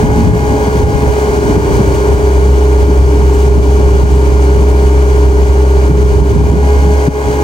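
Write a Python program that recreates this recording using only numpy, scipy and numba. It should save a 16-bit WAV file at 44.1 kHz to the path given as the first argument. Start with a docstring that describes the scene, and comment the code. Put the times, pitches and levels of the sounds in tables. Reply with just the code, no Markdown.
"""In an open pasture, a tracked loader's four-cylinder diesel runs at full throttle, left of a camera, as its auger bores.
Tones and noise locked to the crank make the engine; it sags at the bite and its low hum swells late.
A fan tone follows the speed sluggishly and beats against the engine's sixth order.
Bursts of noise crackle as steps in dry grass; low noise and decaying puffs make wind at the microphone.
A hard thump falls near the end, and a limiter ducks under the strongest peaks."""
import sys
import numpy as np
from scipy import signal
from scipy.fft import rfft, irfft, next_fast_len
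from scipy.io import wavfile
from scipy.ndimage import uniform_filter1d, minimum_filter1d, map_coordinates
from numba import njit

SR = 44100
rng = np.random.default_rng(int(sys.argv[2]) if len(sys.argv) > 2 else 0)


def wav_record(signal):
    """Record a signal, one row per channel, as 16-bit PCM in the file named by sys.argv[1]."""
    frames = np.transpose(np.atleast_2d(signal))
    bounded = np.clip(frames, -1, 1)
    # unit amplitude maps onto the largest positive 16-bit level
    quanta = np.round(bounded * 32767).astype(np.int16)
    wavfile.write(sys.argv[1], SR, quanta)


N = 328045

# spectrum of turbulence at the microphone, for churn and buffets: (frequency [Hz], relative level [dB])
TURBULENCE = [(25, -40), (60, -8), (110, -1), (180, -2.5), (270, -7.5), (380, -12), (600, -34), (1500, -88)]


def amp(db):
    """Level definition: decibels become an amplitude ratio."""
    return 10 ** (np.asarray(db) / 20)


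def unit(x):
    """Normalisation: the signal is scaled to rms 1."""
    return x / np.sqrt(np.mean(x ** 2) + 1e-20)


def along(points, hz):
    """Interpolation on a logarithmic frequency axis, from (frequency [Hz], value) points."""
    f, v = np.transpose(points)
    return np.interp(np.log(hz + 1), np.log(f + 1), v)


def curves(rows):
    """Linear interpolation in time: one value per sample for each column after the time."""
    s, *cols = np.transpose(rows)
    return [np.interp(np.arange(N) / SR, s, c) for c in cols]


def wobble(rate):
    """Band-limited randomness: a smooth curve through random knots, rate of them a second."""
    knots = rng.standard_normal(int(N * rate / SR) + 4)
    return map_coordinates(knots, [np.arange(N) * rate / SR])


def swells(rows):
    """Gaussian envelopes, summed from (time [s], level [dB], 1/e half length [s]) rows."""
    t = np.arange(N) / SR
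    return sum(amp(db) * np.exp(-((t - s) / half) ** 2) for s, db, half in rows)


def filtered(x, response):
    """Linear filtering: the spectrum is multiplied by a complex response of frequency."""
    m = next_fast_len(N + 8192)
    return irfft(rfft(x, m) * response(np.fft.rfftfreq(m, 1 / SR)), m)[..., :N]


def coloured(x, spectrum):
    """Spectral shaping: the sound is filtered by a level curve, then set to rms 1."""
    return unit(filtered(x, lambda hz: amp(along(spectrum, hz))))


def pair(apart_db):
    """Partial coherence: white stereo noise with a shared part and a part of each port's own."""
    shared = rng.standard_normal(N)
    own = amp(apart_db) * rng.standard_normal((2, N))
    return unit(shared + own)


def wind(lumps_db, churn_lumps_db):
    """Turbulent pressure at the ports: a lumpy deep rumble, and a higher churn, both rising with gusts."""
    # gusts: (time [s], level [dB], 1/e half length [s])
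    gust_rows = [(.27, -10, 0.26), (.85, -16, 0.27), (1.58, -18.5, 0.26), (3.9, -21.5, 1),
                 (5.95, -19, 0.22), (6.45, -9, 0.18), (6.87, -15, .07), (7.3, -22, 0.076)]
    # deep rumble: (frequency [Hz], relative level [dB])
    rumble_spectrum = [(20, -43), (35, -9.5), (52, 5), (80, 4), (120, -2.5), (180, -10), (260, -20),
                       (400, -21), (800, -36), (2000, -89)]
    rumble_db, churn_db = -18, -33  # steady wind, between gusts
    gust_share = 0.54  # of a gust's amplitude that reaches the rumble
    gust = swells(gust_rows)
    rumble = unit(amp(lumps_db * wobble(22)) * coloured(pair(apart_db=1), rumble_spectrum))
    churn = unit(amp(churn_lumps_db * wobble(30)) * coloured(pair(apart_db=-6), TURBULENCE))
    return (amp(rumble_db) + gust_share * gust) * rumble + (amp(churn_db) + gust) * churn


def buffets():
    """Eddy impact: each eddy that strikes the ports is a short low puff of pressure."""
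    # single buffets: (time [s], level [dB])
    buffet_rows = [(0.039, -8), (.245, -10.5), (0.681, -10.5), (.76, -14), (.835, -9.5), (0.956, -14.5),
                   (1.031, -10), (1.385, -11), (1.5, -9.5), (1.574, -3), (1.801, -5), (2.48, -12),
                   (2.894, -9), (3.58, -7.5), (3.8, -8.5), (4.045, -10.5), (4.615, -10.5), (6.532, -4.5)]
    half_s = 0.015  # 1/e half length of every puff
    eddies = coloured(pair(apart_db=-8), TURBULENCE)
    out = np.zeros((2, N))
    for s, db in buffet_rows:
        bell = swells([(s, 0, half_s)])
        bell_rms = np.sqrt(np.mean(bell ** 2))
        out += amp(db) * unit(bell * eddies) * bell_rms
    return out


def thump():
    """Modal superposition: one hard thump on the microphone sounds as low modes under a short bell."""
    # the blow, a single row: (time [s], 1/e half length [s])
    blow = (7.086, 0.0067)
    # low modes: (frequency [Hz], level at the left port [dB])
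    modes = [(155, 7), (265, 3.5), (390, -7)]
    s, half = blow
    t = np.arange(N) / SR - s
    ringing = sum(swells([(s, db, half)]) * np.sin(2 * np.pi * hz * t) for hz, db in modes)
    return amp([[0], [-3]]) * ringing  # left, right


def grass(spiky_db):
    """Crackling noise: dry stalks give many small random spikes, in clumps under each step."""
    # steps and rustles: (time [s], level [dB], 1/e half length [s])
    step_rows = [(.34, -38.5, 0.062), (1.005, -38.5, 0.016), (1.22, -38, 0.047), (1.93, -35, 0.048),
                 (2.12, -40, 0.14), (3.37, -35, .1), (4.15, -38, .09), (4.85, -41, 0.046)]
    # crackle: (frequency [Hz], relative level [dB])
    grass_spectrum = [(800, -3), (2500, 6.5), (5000, 1), (8000, 5.5), (11000, -7.5), (15800, -5.5)]
    spikes_and_clumps_db = spiky_db * wobble(900) + 3.5 * wobble(45)
    crackle = unit(pair(apart_db=-4) * amp(spikes_and_clumps_db))
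    return swells(step_rows) * coloured(crackle, grass_spectrum)


def lagging(x, lag_s):
    """First-order lag: the curve as something with inertia follows it."""
    keep = np.exp(-1 / (lag_s * SR))
    return signal.lfilter([1 - keep], [1, -keep], x)


def fan(load, waver_db, drift_hz):
    """Blade-passing tone: the cooling fan whines at its blade rate and follows the load only sluggishly."""
    free_hz, sag_hz, lag_s = 424.3, 6.8, .9  # blade rate running free, its drop at full load, time constant
    level_db = -16.5
    blade_hz = free_hz - sag_hz * lagging(load, lag_s)
    blades_passed = np.cumsum(blade_hz + drift_hz * wobble(9)) / SR
    return np.sqrt(2) * amp(level_db + waver_db * wobble(15)) * np.sin(2 * np.pi * blades_passed)


def crank(load):
    """Phase accumulation: firings counted from the start; load drags the speed, the governor hunts a little."""
    free_hz, sag_hz = 68.88, 3.42  # firing rate running free, its drop at full load
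    firing_hz = free_hz - sag_hz * load + .08 * wobble(12)
    return np.cumsum(firing_hz) / SR


def exhaust(firings, labour, hum_waver_db):
    """Fundamental of a pulse train: one cycle for every firing, swelling as the engine labours."""
    free_db, loaded_db = -15, -6
    hum_db = free_db + (loaded_db - free_db) * labour
    return np.sqrt(2) * amp(hum_db + hum_waver_db * wobble(12)) * np.sin(2 * np.pi * firings)


def orders(firings, load, waver_db):
    """Harmonic series of the engine cycle: load shifts the tones' strengths, and combustion wavers each."""
    # engine tones, and at 9, 35.7 and 45.3 the tones of the nine-piston hydraulic pump it drives: (multiple of
    # the firing rate [to the nearest 1/4], relative level running free [dB], relative level under load [dB])
    order_rows = [(2, -7, -3.5), (3, -20.5, -10.5), (4, -7, -21), (4.5, -17, -4), (5, -35, -9),
                  (6, -1.5, 2.5), (7, -16.5, -17), (7.5, -16.5, -35.5), (8, -20, -20), (8.5, -18, -19.5),
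                  (9, -14, -14.5), (10, -29.5, -20), (12, -4, -20.5), (13, -21, -23), (14, -15.5, -17),
                  (14.25, -19, -16.5), (15.75, -20, -20), (17, -28.5, -24), (20.5, -19, -20),
                  (21, -23.5, -16.5), (22, -15, -18.5), (24, -17.5, -31), (30, -22, -35), (31, -20, -34),
                  (35.7, -28, -26), (45.3, -32, -33.5), (68, -41, -38)]
    cylinders = 4
    out = np.zeros(N)
    for order, free_db, loaded_db in order_rows:
        level = amp(free_db) * (1 - load) + amp(loaded_db) * load
        # a whole number of cycles to each round of the cylinders
        cycles = np.round(cylinders * order) * firings / cylinders
        phase = 2 * np.pi * (cycles + rng.random())
        out += level * amp(waver_db * wobble(14)) * np.sin(phase)
    return np.sqrt(2) * out


def knocks(firings, sharp, depth, repeat):
    """Cyclic modulation: white rattle flares at every firing; a share repeats with each turn of the crank."""
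    pattern = rng.standard_normal(1024)  # one turn of the crank
    turn = firings / 2 % 1  # two firings to a turn
    same = np.interp(turn * len(pattern), np.arange(len(pattern)), pattern)
    share = np.clip(repeat, 0, 1)
    rattle = np.sqrt(share) * unit(same) + np.sqrt(1 - share) * rng.standard_normal(N)
    return rattle * (1 + depth * np.exp(-sharp * (firings % 1)))


def scattered(x):
    """Scattering: ground and machine partly scramble white sound x on its way to each port."""
    # coherence of the two ports: (frequency [Hz], left-right likeness [0-1])
    likeness = [(100, 0.63), (450, 0.76), (720, 0.74), (900, 0.76), (1600, 0.88), (2200, 0.55),
                (3500, 0.49), (6500, 0.62), (9500, 1), (15000, 1)]
    alike = lambda hz: np.clip(along(likeness, hz), 0, 1)
    direct = filtered(unit(x), lambda hz: np.sqrt(alike(hz)))
    scrambled = filtered(rng.standard_normal((2, N)), lambda hz: np.sqrt(1 - alike(hz)))
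    return direct + scrambled


def panels(x):
    """Resonance: each sheet-steel panel lifts the sound around its own frequency."""
    # panel resonances: (centre [Hz], 1/e half width of the lift [Hz], lift [dB])
    panel_rows = [(2270, 71, 0.5), (2840, 60, 3.5), (3340, 46, 3.5), (4600, 150, 2.5), (5040, 62, 2),
                  (5520, 89, 3), (6320, 120, 2), (8400, 130, 0.5)]

    def response(hz):
        lift_db = sum(db * np.exp(-((hz - centre) / width) ** 2) for centre, width, db in panel_rows)
        return amp(lift_db)
    return filtered(x, response)


def from_left(x):
    """Diffraction: the camera body shades and delays the engine differently at its two microphone ports."""
    # phase between the ports: (frequency [Hz], lead of left over right [rad])
    lead = [(60, 0), (170, -.3), (300, .15), (480, .7), (600, 1.5), (690, 1.4), (780, .15), (950, .3),
            (1100, 1.1), (1330, 2.9), (1750, 2.8), (2050, 3.6), (2400, 5.6), (2700, 9.4), (2950, 12.3),
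            (3400, 13.8), (4100, 12.2), (5000, 13.8), (7200, 13.7), (8800, 12.2), (10800, 9.4),
            (12200, 9.4), (13200, 6.3)]
    # level between the ports: (frequency [Hz], left minus right [dB])
    tilt = [(60, -0.5), (400, 0.6), (500, -4), (600, 7), (730, 14), (850, 4), (1000, 2), (1250, 2),
            (1800, -1), (2300, -5), (3300, 4.5), (4300, 0.5), (6400, 9.5), (8000, 6), (9800, -2),
            (15000, 3)]

    def ports(hz):
        half = amp(along(tilt, hz) / 2) * np.exp(.5j * along(lead, hz))
        both = np.array([half, 1 / half])
        return both / np.sqrt(np.mean(np.abs(both) ** 2, axis=0))  # mean power of the ports is kept
    return filtered(x, ports)


def loader():
    """Common excitation: hum, tones, clatter and hiss share one crank, with the fan tied to the same load."""
    # pull of the auger, a brief touch and then the long bite: (time [s], load [0-1])
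    load_rows = [(.5, 0), (.72, .3), (.95, .03), (1.75, 1), (6.28, 1), (6.5, .3), (6.72, 0)]
    # clatter of the block: (frequency [Hz], relative level [dB])
    block_spectrum = [(60, -34), (180, -10), (290, 3.5), (500, -1), (600, -0.5), (720, -3.5), (820, -1.5),
                      (960, -5), (1120, -9), (1270, -12.5), (1520, -9), (1640, -10.5), (1780, -15),
                      (1920, -18.5), (2600, -51)]
    # hiss of injectors and hydraulics: (frequency [Hz], relative level [dB])
    hiss_spectrum = [(1300, -40), (1850, -5), (2080, 0), (2350, -1.5), (2680, -7.5), (2950, -4.5),
                     (3650, -11), (4500, -8), (5400, -10.5), (6400, -6), (7800, -13), (9400, -12.5),
                     (12200, -18.5), (15800, -20.5)]
    block_db, block_labour_db = -18.5, -1.17  # level running free, change while the engine labours
    hiss_db, hiss_labour_db = -30.5, -.5
    tones_db = -20.5
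    labour_delay_s = 0.65
    bite_db = 2.5  # greatest possible surge at the bite

    load, = curves(load_rows)
    t = np.arange(N) / SR
    labour = np.interp(t - labour_delay_s, t, load) ** 2  # builds up late, and only under heavy load
    surge_db = bite_db * np.maximum(load - labour, 0)  # lasts until the engine has taken up the load
    firings = crank(load)

    # the knock is harder when running free
    clatter = knocks(firings, sharp=11.0, depth=1.3 - 0.34 * load, repeat=0.12)
    block = coloured(scattered(clatter), block_spectrum)
    rattle = knocks(firings, sharp=4, depth=.55 - .3 * load, repeat=.15)
    hiss = coloured(panels(scattered(rattle)), hiss_spectrum)

    tones = amp(tones_db) * orders(firings, load, waver_db=1.5)
    body = amp(block_db + block_labour_db * labour) * block + tones
    flutter_db = .7 * wobble(30)  # moving air makes the treble flutter
    treble = amp(hiss_db + hiss_labour_db * labour + flutter_db) * hiss
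    hum = exhaust(firings, labour, hum_waver_db=0.22)
    whine = fan(load, waver_db=1.25, drift_hz=0.57)
    return from_left(hum + whine + amp(surge_db) * (body + treble))


def scene():
    """Superposition: wind, thump, steps and loader add in an open field."""
    air = wind(lumps_db=5.5, churn_lumps_db=3.5) + buffets()
    return air + thump() + grass(spiky_db=3) + loader()


@njit
def released(over, fall):
    """Peak holding: jumps up with each peak, then sinks by the factor fall at every sample."""
    out = over.copy()
    for i in range(1, len(out)):
        out[i] = max(over[i], out[i - 1] * fall)
    return out


def limited(x, ceiling_db, release_s):
    """Look-ahead gain control: turns down just before a peak and recovers slowly."""
    peak_db = 20 * np.log10(np.abs(x).max(axis=0) + 1e-9)
    over_db = np.maximum(peak_db - ceiling_db, 0)
    cut_db = released(over_db, np.exp(-1 / (release_s * SR)))
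    gain_db = uniform_filter1d(minimum_filter1d(-cut_db, size=129), size=129)
    return x * amp(gain_db)


def record(dry):
    """Limiting and band limitation: the camera limits peaks; the sound clips at full scale and the top band is
    cut."""
    top_hz = 15900
    held = np.clip(limited(dry, ceiling_db=1, release_s=.085), -1, 1)  # ceiling relative to full scale
    return filtered(held, lambda hz: hz < top_hz)


dry = scene()
out = record(dry)
wav_record(out)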